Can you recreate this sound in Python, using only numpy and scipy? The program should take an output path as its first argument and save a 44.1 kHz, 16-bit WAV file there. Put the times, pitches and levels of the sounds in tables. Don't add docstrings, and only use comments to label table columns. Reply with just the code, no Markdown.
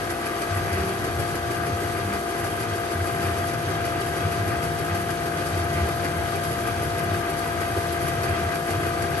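import sys
import numpy as np
from scipy import signal
from scipy.fft import rfft, irfft, next_fast_len
from scipy.io import wavfile
from scipy.ndimage import uniform_filter1d

SR = 44100
rng = np.random.default_rng(int(sys.argv[2]) if len(sys.argv) > 2 else 0)


def wav_out(sig):
    wavfile.write(sys.argv[1], SR, np.round(np.clip(np.atleast_2d(sig).T, -1, 1) * 32767).astype(np.int16))


N = 405719
TIME = np.arange(N) / SR
SIZE = next_fast_len(N)
BINS_HZ = np.maximum(np.arange(SIZE // 2 + 1) * SR / SIZE, 1)
FAN_BLADES, GEAR_RATIO = 12, 9


def from_db(db):
    return 10 ** (np.asarray(db) / 20)


def rms_one(x):
    return x / np.sqrt(np.mean(x ** 2) + 1e-20)


def in_time(rows):
    times_s, *columns = np.transpose(rows)
    return [np.interp(TIME, times_s, column) for column in columns]


def in_frequency(points):
    hz, value = np.transpose(points)
    return np.interp(np.log(BINS_HZ), np.log(hz), value)


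def drift(rate_hz):
    hop, settle = 40, 2000
    pole = np.exp(-2 * np.pi * rate_hz * hop / SR)
    slow = signal.lfilter([1], [1, -2 * pole, pole * pole], rng.standard_normal(N // hop + settle + 2))
    slow = rms_one(slow[settle:])
    return np.interp(np.arange(N) / hop, np.arange(len(slow)), slow)


def tone(hz, level_db, wander_hz):
    phase = 2 * np.pi * np.cumsum(hz + wander_hz * drift(3.97)) / SR
    return np.sqrt(2) * from_db(level_db) * np.sin(phase)


def noise():
    return rng.standard_normal((2, N))


def friction(per_s, spread_db, smooth_share):
    sizes = from_db(spread_db * np.minimum(rng.exponential(1, N), 4))
    contacts = (rng.random(N) < per_s / SR) * sizes ** 2
    power = signal.lfilter([1], [1, -np.exp(-1 / (.0004 * SR))], contacts + 1e-12)
    return noise() * np.sqrt(smooth_share + (1 - smooth_share) * power / power.mean())


def coloured(x, spectrum, resonances=()):
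    db = in_frequency(spectrum)
    for hz, width_hz, lift_db in resonances:
        db = db + lift_db / (1 + (2 * (BINS_HZ - hz) / width_hz) ** 2)
    return rms_one(irfft(rfft(x, SIZE) * from_db(db), SIZE)[..., :N])


def steady(x, seconds):
    return x / np.sqrt(uniform_filter1d(x ** 2, int(seconds * SR)) + 1e-6)


def ring(x, hz, t60_s):
    decay, step = from_db(-60 / (t60_s * SR)), 2 * np.pi * hz / SR
    return signal.lfilter([0, np.sin(step)], [1, -2 * decay * np.cos(step), decay * decay], x)


def throb(angle, depth_db):
    return from_db(depth_db * np.cos(angle))


def swell(peak_s, length_s):
    return np.exp(-np.log(2) * np.minimum((2 * (TIME - peak_s) / length_s) ** 2, 50))


def strokes(at, level_db, attack_s, release_s):
    t = np.arange(-SR // 8, SR // 8 + 1) / SR
    shape = np.where(t < 0, np.exp(-(t / attack_s) ** 2), np.exp(-np.abs(t) / release_s))
    return np.maximum(signal.fftconvolve(np.bincount(at, from_db(level_db) ** 2, N), shape, "same"), 0)


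def turn_starts(angle):
    return np.flatnonzero(np.diff(angle // (2 * np.pi)))


def shaft_angle(angle, brush_at_turn=.69):
    return angle / GEAR_RATIO - 2 * np.pi * brush_at_turn


def reel_angle(zero_s, turn_s=1.273):
    return 2 * np.pi * (TIME - zero_s) / turn_s


# time_s, pitch_hz, swell_db (taken about its mean)
FAN_TONE = [(0.3, 690.4, -40), (0.71, 691, -37), (0.98, 691.6, -40), (1.49, 694.3, -37),
            (2.99, 690.3, -37.5), (3.35, 689.3, -35), (3.98, 690.5, -36.5), (9.0, 688.3, -35)]


def motor_angle(sag=0.0011, wander=0.00052):
    turns_per_s = in_time(FAN_TONE)[0] / FAN_BLADES
    shaft = 2 * np.pi * np.cumsum(turns_per_s) / SR / GEAR_RATIO
    return 2 * np.pi * np.cumsum(turns_per_s * (1 + sag * np.sin(shaft) + wander * drift(7.6))) / SR


# harmonic, level_db, pan_db (left over right)
HUM_PARTIALS = [(4, -46.5, 1.5), (6, -38, 2.5), (7, -45.5, -4), (8, -45, 11.5), (9, -47, -2),
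                (10, -53.5, -14), (11, -56.5, 0), (12, -33.5, 7), (13, -52.5, -17), (14, -56, 21.5),
                (15, -57, 3), (16, -54, 1), (17, -56.5, 5), (18, -57, 21), (21, -49.5, 5), (22, -47, 4),
                (23, -54.5, 3), (24, -54, 5), (25, -57, 5), (26, -46.5, 2.5), (28, -55.5, 11),
                (30, -56, 13), (31, -52, 0), (33, -57, -3), (35, -54.5, 1)]


def hum(angle, waver_db=0.74, phase_waver_rad=0.09, blade_waver_db=0.42):
    blade_db = in_time(FAN_TONE)[1]
    out = np.zeros((2, N))
    for harmonic, level_db, pan_db in HUM_PARTIALS:
        if harmonic == FAN_BLADES:
            swell_db = blade_db - blade_db.mean() + blade_waver_db * drift(3.2)
        else:
            swell_db = waver_db * drift(6.5)
        phase = harmonic * angle + rng.uniform(0, 2 * np.pi)
        phase += phase_waver_rad * max(harmonic / FAN_BLADES, 1) ** 1.3 * drift(17.0)
        lead_rad = np.array([[1], [-1]]) * harmonic * 0.037
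        pan = from_db([[pan_db / 2], [-pan_db / 2]])
        out += np.sqrt(2) * from_db(level_db + swell_db) * pan * np.sin(phase + lead_rad)
    return out


# pitch_hz, level_db
MAINS_PARTIALS = [(60, -49), (120, -48.5), (660, -65), (780, -54.5), (1020, -56.5)]


def mains_hum(waver_db=1.5):
    return sum(tone(hz, db - waver_db * drift(1.9), wander_hz=0.41) for hz, db in MAINS_PARTIALS)


# time_s, level_db (before trim)
BELT_RIDE = [(0.0, -56.5), (0.7, -40), (2.4, -51), (3.6, -39), (6.3, -38.5), (7.6, -42.5), (9.2, -40.5)]


def belt(taut_hz=160.4, taut_trim_db=-2.5, slack_hz=148, slack_trim_db=-7.0, flutter_db=2.5):
    level_db = in_time(BELT_RIDE)[0] + flutter_db * drift(10.5)
    taut = tone(taut_hz, level_db + taut_trim_db, wander_hz=4.46)
    slack = tone(slack_hz, level_db + slack_trim_db, wander_hz=2.48)
    return taut + slack


# time_s, level_db
WHINE_RIDE = [(0.0, -45), (1.3, -48.5), (2.4, -51), (3.5, -65), (9.2, -49.5)]


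def bearing_whine(pitch_hz=1161, waver_db=2.4):
    return tone(pitch_hz, in_time(WHINE_RIDE)[0] + waver_db * drift(14), wander_hz=6.12)


# centre_hz, width_hz, gain_db
HOUSING_EQ = [(304, 14, 0.5), (385, 14, -3.5), (434, 28, -2), (608, 27, -2.5), (635, 12, -1.5),
              (893, 26, -8), (1200, 46, 4), (1268, 23, 8), (1946, 18, 6.5), (2530, 32, 4.5),
              (3160, 170, 4.5), (4100, 160, -4.5), (4630, 160, 4), (6600, 200, -1), (8850, 130, 0.5)]


def in_housing(x, spectrum):
    return coloured(x, spectrum, HOUSING_EQ)


# frequency_hz, gain_db
RATTLE_EQ = [(100, -46), (150, -0.5), (180, -11), (215, -7), (265, -4.5), (310, 0.5), (400, -3), (430, -12),
             (490, -4), (560, -11), (650, -2.5), (770, -6.5), (900, -14.5), (1500, -54)]
WHIR_EQ = [(400, -66), (700, -7.5), (900, -4.5), (1100, -5), (1450, -3.5), (1600, -9), (1800, -4.5),
           (2050, -3.5), (2400, -8.5), (3000, -12), (3700, -18), (5000, -19.5), (9000, -50)]


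def gears(angle, load_db, rattle_db=-35.5, whir_db=-36.0):
    rattle = in_housing(friction(per_s=450, spread_db=1.0, smooth_share=0.37), RATTLE_EQ)
    pressure = throb(angle, depth_db=-1.0) * throb(shaft_angle(angle), depth_db=0.6)
    whir = in_housing(friction(per_s=1700, spread_db=4.0, smooth_share=0.86) * pressure, WHIR_EQ)
    return from_db(rattle_db + load_db) * rattle + from_db(whir_db + load_db) * whir


# pitch_hz, t60_s, relative_db
CASING_MODES = [(1210, 0.034, -2.5), (1310, 0.024, -6.5), (1550, 0.02, -3.5), (1618, 0.027, -2.8)]
# start_s, accent_db (before boost)
TAP_ACCENTS = [(2.412, 4), (2.574, 2), (2.605, 3), (2.709, 3), (2.780, 5), (2.833, 2), (2.953, 4.5),
               (3.002, 6), (3.04, 6), (3.093, 4), (3.230, 2), (3.282, 3), (3.438, 5.5), (3.541, 0),
               (4.539, 1), (5.091, 5), (7.772, 3), (8.486, 1), (8.518, 1), (8.537, 3), (8.78, 0),
               (8.831, 3), (8.903, 1), (9.039, 5), (9.141, 3)]


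def gear_taps(angle, load_db, level_db=-38, spread_db=2.0, boost_db=0.5, colour_db=2.5, jitter_s=.0014):
    turns = turn_starts(angle)
    at = np.clip(turns + (jitter_s * SR * rng.standard_normal(len(turns))).astype(int), 0, N - 1)
    force_db = spread_db * np.minimum(rng.standard_normal(len(at)), 1)
    for start_s, accent_db in TAP_ACCENTS:
        turn = np.argmin(np.abs(turns - start_s * SR))
        at[turn], force_db[turn] = int(start_s * SR), accent_db + boost_db
    casing = 0
    for hz, t60_s, relative_db in CASING_MODES:
        clicks = np.full((2, N), 1e-18)
        mode_db = colour_db * np.minimum(rng.standard_normal(len(at)), .5)
        clicks[:, at] = from_db(force_db + mode_db) * rng.choice([-1, 1], (2, len(at)))
        mode = ring(ring(clicks, hz, t60_s), hz, t60_s)
        casing = casing + from_db(relative_db) * rms_one(mode)
    return from_db(level_db + load_db) * rms_one(casing)


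# frequency_hz, gain_db
TINNY_EQ = [(2900, -40), (3130, -12), (3210, 3), (3300, -6), (3500, -38)]


def tinny_rattle(load_db, level_db=-56.5, flicker_db=3.0, wander_hz=35):
    rattle = coloured(friction(per_s=200, spread_db=3.5, smooth_share=0.34), TINNY_EQ)
    band = signal.hilbert(rattle, SIZE)[:, :N]
    shift = np.exp(2j * np.pi * np.cumsum(wander_hz * drift(5.0)) / SR)
    return from_db(level_db + load_db + flicker_db * drift(7.6)) * (band * shift).real


# frequency_hz, gain_db
HISS_EQ = [(1500, -39), (3500, -3), (4100, -0.5), (4500, -3), (5500, -4.5), (6500, -2.5), (7300, -8),
           (8500, -5.5), (9300, -2.5), (10300, 1), (11400, 1), (12000, -12.5), (12800, -10), (13400, -88)]


def film_hiss(angle, level_db=-41, flutter_db=1.0, tilt_db=1.38, split_hz=7500):
    rub = friction(per_s=900, spread_db=2.0, smooth_share=0.8)
    pulse = throb(2 * angle, depth_db=1.0) * throb(5 * angle, depth_db=.45)
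    hiss = in_housing(rub * pulse, HISS_EQ)
    dull = signal.sosfiltfilt(signal.butter(2, split_hz, fs=SR, output="sos"), hiss)
    tilt = from_db(tilt_db * drift(25))
    return from_db(level_db + flutter_db * drift(20)) * (dull / tilt + (hiss - dull) * tilt)


# time_s, level_db
RUMBLE_RIDE = [(0.0, -36), (0.48, -49), (0.52, -33), (2.1, -36), (2.35, -45), (2.44, -35), (2.82, -37.5),
               (3.3, -34.5), (4.5, -32.5), (5.2, -36.5), (5.7, -33.5), (6.4, -34.5), (7.2, -32), (7.3, -39),
               (7.6, -34.5), (8.45, -33), (8.66, -45), (8.76, -32), (9.2, -34)]
# frequency_hz, gain_db
RUMBLE_EQ = [(20, -39), (40, -28), (55, -20), (68, -17), (80, -1.5), (96, 1.5), (108, -3.5), (122, -1),
             (137, -14), (160, -6.5), (180, -32), (400, -66)]


def rumble(first_lean_s=0.58, judder_hz=7.15, first_judder_s=.069, uneven_db=1.3):
    level_db = in_time(RUMBLE_RIDE)[0] + uneven_db * drift(8.6)
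    surge = throb(2 * reel_angle(first_lean_s), depth_db=1.0)
    judder = throb(2 * np.pi * judder_hz * (TIME - first_judder_s), depth_db=1.6)
    return from_db(level_db) * surge * judder * steady(coloured(noise(), RUMBLE_EQ), seconds=0.07)


# near_s, accent_db
BRUSH_ACCENTS = [(0.10, 4), (0.42, 1.5), (0.73, 2), (1.2, 3), (1.52, 1), (1.83, -8), (2.14, 1), (2.29, -10),
                 (2.77, -3), (3.23, 2), (3.7, -6), (3.86, 4), (4.64, 3), (4.8, -1), (5.11, 1), (5.42, -6),
                 (5.89, 2), (6.05, 1.5), (6.2, -10), (7.14, -3), (7.46, -4), (7.62, 2.5), (7.77, -2),
                 (7.93, -3), (8.08, 1.5), (8.24, 4.5), (8.4, -4), (8.56, 2), (9.03, 3)]
# peak_s, level_db (before trim)
GRAZE_CUES = [(1.28, -37), (3.47, -37), (4.07, -37), (5.47, -35), (6.44, -35.5), (7.38, -41), (7.81, -40),
              (8.02, -38), (8.68, -35)]
# frequency_hz, gain_db
SWISH_EQ = [(200, -13), (500, -1.5), (1500, 1.5), (2400, -1), (3200, -8.5), (4000, -10.5), (4600, -3.5),
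            (6000, -8), (7200, -8.5), (8700, -10.5), (9600, -3), (10500, 0.5), (11400, 1.5), (12000, -16),
            (13200, -42)]


def swishes(angle, level_db=-34.5, spread_db=0.5, graze_trim_db=0.5, faint_db=(-43, -39)):
    brush_at = turn_starts(shaft_angle(angle))
    brush_db = level_db + spread_db * rng.standard_normal(len(brush_at))
    for near_s, accent_db in BRUSH_ACCENTS:
        brush_db[np.argmin(np.abs(brush_at - near_s * SR))] += accent_db
    brushes = strokes(brush_at, brush_db, attack_s=0.0065, release_s=0.0084)
    firm_s, firm_db = np.transpose(GRAZE_CUES)
    faint_at = rng.integers(0, N, size=12)
    graze_at = np.r_[(firm_s * SR).astype(int), faint_at]
    graze_db = np.r_[firm_db + graze_trim_db, rng.uniform(*faint_db, len(faint_at))]
    grazes = strokes(graze_at, graze_db, attack_s=0.0075, release_s=0.021)
    grit = friction(per_s=1200, spread_db=2.9, smooth_share=.35)
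    return np.sqrt(brushes + grazes) * in_housing(grit, SWISH_EQ)


# frequency_hz, gain_db
CLACK_EQ = [(200, -30), (300, -2), (370, 4.5), (500, -5), (620, -11.5), (1000, -48)]


def clacks(angle, level_db=-32.5, spread_db=1.8):
    at = turn_starts(shaft_angle(angle))
    clack_db = level_db + spread_db * rng.standard_normal(len(at))
    power = strokes(at, clack_db, attack_s=0.008, release_s=0.012)
    return np.sqrt(power) * steady(coloured(noise(), CLACK_EQ), seconds=0.023)


# peak_s, length_s, level_db (before trim)
SCRAPE_CUES = [(0.26, 0.05, -36), (0.57, 0.088, -40), (0.718, 0.08, -37), (0.807, 0.052, -38),
               (0.9, 0.05, -42), (1.35, 0.023, -37), (2.14, 0.05, -40), (3.25, 0.05, -40),
               (4.514, 0.08, -37), (5.775, 0.036, -38), (6.058, 0.056, -34.5), (8.297, 0.071, -36)]
# frequency_hz, gain_db
SCRAPE_EQ = [(700, -14), (1300, 1), (1900, 4.5), (2600, -1.5), (3200, -22), (4500, -11), (8000, -33)]


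def scrapes(trim_db=-1.5):
    power = sum(from_db(db + trim_db) ** 2 * swell(s, length_s) for s, length_s, db in SCRAPE_CUES)
    return np.sqrt(power) * coloured(friction(per_s=900, spread_db=5.5, smooth_share=0.3), SCRAPE_EQ)


# peak_s, level_db (before trim), pitch_hz
KNOCK_CUES = [(0.53, -25, 96.2), (0.58, -23.5, 96), (0.731, -24, 90), (0.812, -23, 80), (1.17, -27, 79.6),
              (1.744, -24.5, 93), (1.86, -30, 92), (2.063, -26, 96), (2.446, -25, 96.8), (2.72, -27, 98.8),
              (2.97, -27.5, 94.4), (3.012, -23, 92), (3.26, -26, 90.2), (3.319, -26, 88),
              (3.405, -25, 93.6), (3.695, -25, 91), (4.252, -24.3, 96), (4.32, -28, 90.4), (4.411, -25, 98),
              (4.49, -29, 94.6), (4.58, -26, 82.6), (4.935, -24.8, 92), (5.56, -25.5, 95.5),
              (5.613, -22, 91), (5.772, -25.3, 84.2), (5.836, -19, 82.4), (6.194, -27.5, 88),
              (6.782, -29, 94.2), (7.137, -25, 96), (7.78, -25.5, 91.8), (8.206, -27, 92.6),
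              (8.319, -24.7, 89), (8.458, -25.5, 87.7), (8.76, -28, 94), (8.88, -26.3, 94)]
KNOCK_LENGTH_S = 0.029


def knocks(trim_db=-2.5):
    out = np.zeros(N)
    for peak_s, level_db, hz in KNOCK_CUES:
        envelope = from_db(level_db + trim_db) * np.sqrt(2 * swell(peak_s, KNOCK_LENGTH_S))
        out += envelope * np.sin(2 * np.pi * hz * TIME + rng.uniform(0, 2 * np.pi))
    return out


def knock_ducking(depth=0.29):
    dips = sum(swell(peak_s, KNOCK_LENGTH_S) for peak_s, _, _ in KNOCK_CUES)
    return 1 - depth * np.minimum(dips, 1)


# peak_s, length_s, drone_db, octave_db, load_db
RUB_CUES = [(0.842, 0.18, -33.5, -29.5, 0.5), (2.116, 0.11, -32.5, -52, -0.5), (2.3, 0.12, -55, -35, -3),
            (3.26, 0.19, -38, -33.5, -0.5), (3.93, 0.29, -56, -39, -0.5), (4.483, 0.22, -40, -44, 0.5),
            (4.972, 0.12, -35, -49, 0.8), (5.824, 0.097, -34.5, -36, 2), (6.62, 0.22, -39, -48, -1),
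            (7.11, 0.14, -35.5, -38, -0.5), (8.365, 0.19, -37.5, -39, 0.5)]


def arm_levels(drone_rest_db=-50, octave_rest_db=-42, waver_db=2.6):
    power = np.array([from_db(db + waver_db * drift(1.1)) ** 2 for db in (drone_rest_db, octave_rest_db)])
    for peak_s, length_s, drone_db, octave_db, _ in RUB_CUES:
        power += from_db([[drone_db], [octave_db]]) ** 2 * swell(peak_s, length_s)
    return 10 * np.log10(power)


def arm_drone(drone_db, octave_db, pitch_hz=193.5, drone_trim_db=-3.0, octave_trim_db=-3.5):
    drone = tone(pitch_hz, drone_db + drone_trim_db, wander_hz=2.2)
    octave = tone(2 * pitch_hz, octave_db + octave_trim_db, wander_hz=2.4)
    return drone + octave


def gear_load(rise_db_per_s=0.16, spokes=3, sway_db=0.48, uneven_db=0.67, boost_db=0.9, lead_s=0.046):
    rubbing = sum((load_db + boost_db) * swell(peak_s - lead_s, 0.83 * length_s)
                  for peak_s, length_s, _, _, load_db in RUB_CUES)
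    sway = sway_db * np.cos(spokes * reel_angle(zero_s=0.776))
    return rise_db_per_s * (TIME - TIME.mean()) + sway + rubbing + uneven_db * drift(9.3)


# frequency_hz, gain_db
RASP_EQ = [(250, -10), (370, 14), (500, -21), (1000, 3), (1800, -1), (2600, -2), (4000, -16), (8000, -33)]


def flange_rasp(octave_db, load_db, trim_db=-7, bite=0.68):
    rasp = coloured(friction(per_s=990, spread_db=1.5, smooth_share=0.38), RASP_EQ)
    return from_db(octave_db + trim_db + bite * load_db) * rasp


def room(pair, wet_db=-9, t60_s=.1, predelay_s=.002, low_cut_hz=1800):
    t = TIME[:SR // 4]
    spray = rng.standard_normal((2, len(t))) * from_db(-60 * t / t60_s) * (t > predelay_s)
    spray /= np.sqrt(np.sum(spray ** 2, axis=1, keepdims=True))
    spray = signal.sosfilt(signal.butter(2, low_cut_hz, "high", fs=SR, output="sos"), spray)
    return pair + from_db(wet_db) * signal.fftconvolve(pair, spray, axes=1)[:, :N]


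# frequency_hz, likeness (0 to 1)
STEREO_LIKENESS = [(100, 0.94), (250, 0.78), (450, 1), (700, 0.92), (1000, 0.22), (2000, 0.49),
                   (4000, 0.15), (7000, 0.19), (8300, 0.64), (9300, 0.72), (10200, 1), (11200, 0.93),
                   (12000, 0.93)]
# frequency_hz, pan_db
STEREO_PAN = [(100, 2), (350, -1), (700, 3.5), (1300, 6), (1650, 3.5), (1900, -1.5), (3000, 1), (5500, 2),
              (7500, 1.5), (10000, 0)]
# frequency_hz, lead_rad
STEREO_LEAD = [(150, -.2), (350, .2), (700, 1), (1000, .6), (1350, 2), (1650, .7), (2000, 1.8), (2600, .7),
               (3200, 2), (4200, .8), (5200, 3.7), (6000, .3), (6900, 1.6), (7700, .4), (8800, -.2),
               (9700, -3), (10300, -3.2), (11000, -4.5), (11750, -6.28)]


def stereo_image(pair):
    mid, side = rfft(pair, SIZE)
    alike = in_frequency(STEREO_LIKENESS)
    mid, side = mid * np.sqrt((1 + alike) / 2), side * np.sqrt((1 - alike) / 2)
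    pan = from_db(in_frequency(STEREO_PAN) / 2)
    left = (mid + side) * pan
    right = (mid - side) / pan * np.exp(-1j * in_frequency(STEREO_LEAD))
    return irfft(np.array([left, right]), SIZE)[:, :N]


def scene():
    angle, load_db = motor_angle(), gear_load()
    drone_db, octave_db = arm_levels()
    train = gears(angle, load_db) + clacks(angle) + gear_taps(angle, load_db) + tinny_rattle(load_db)
    reels = rumble() * knock_ducking() + flange_rasp(octave_db, load_db) + scrapes()
    noises = stereo_image(room(train + reels + film_hiss(angle) + swishes(angle)))
    tones = hum(angle) + mains_hum() + belt() + bearing_whine() + arm_drone(drone_db, octave_db)
    return noises + tones + knocks()


def record(dry):
    cutoff_hz = 13200
    return signal.sosfilt(signal.ellip(10, .1, 80, cutoff_hz, fs=SR, output="sos"), dry)


dry = scene()
out = record(dry)
wav_out(out)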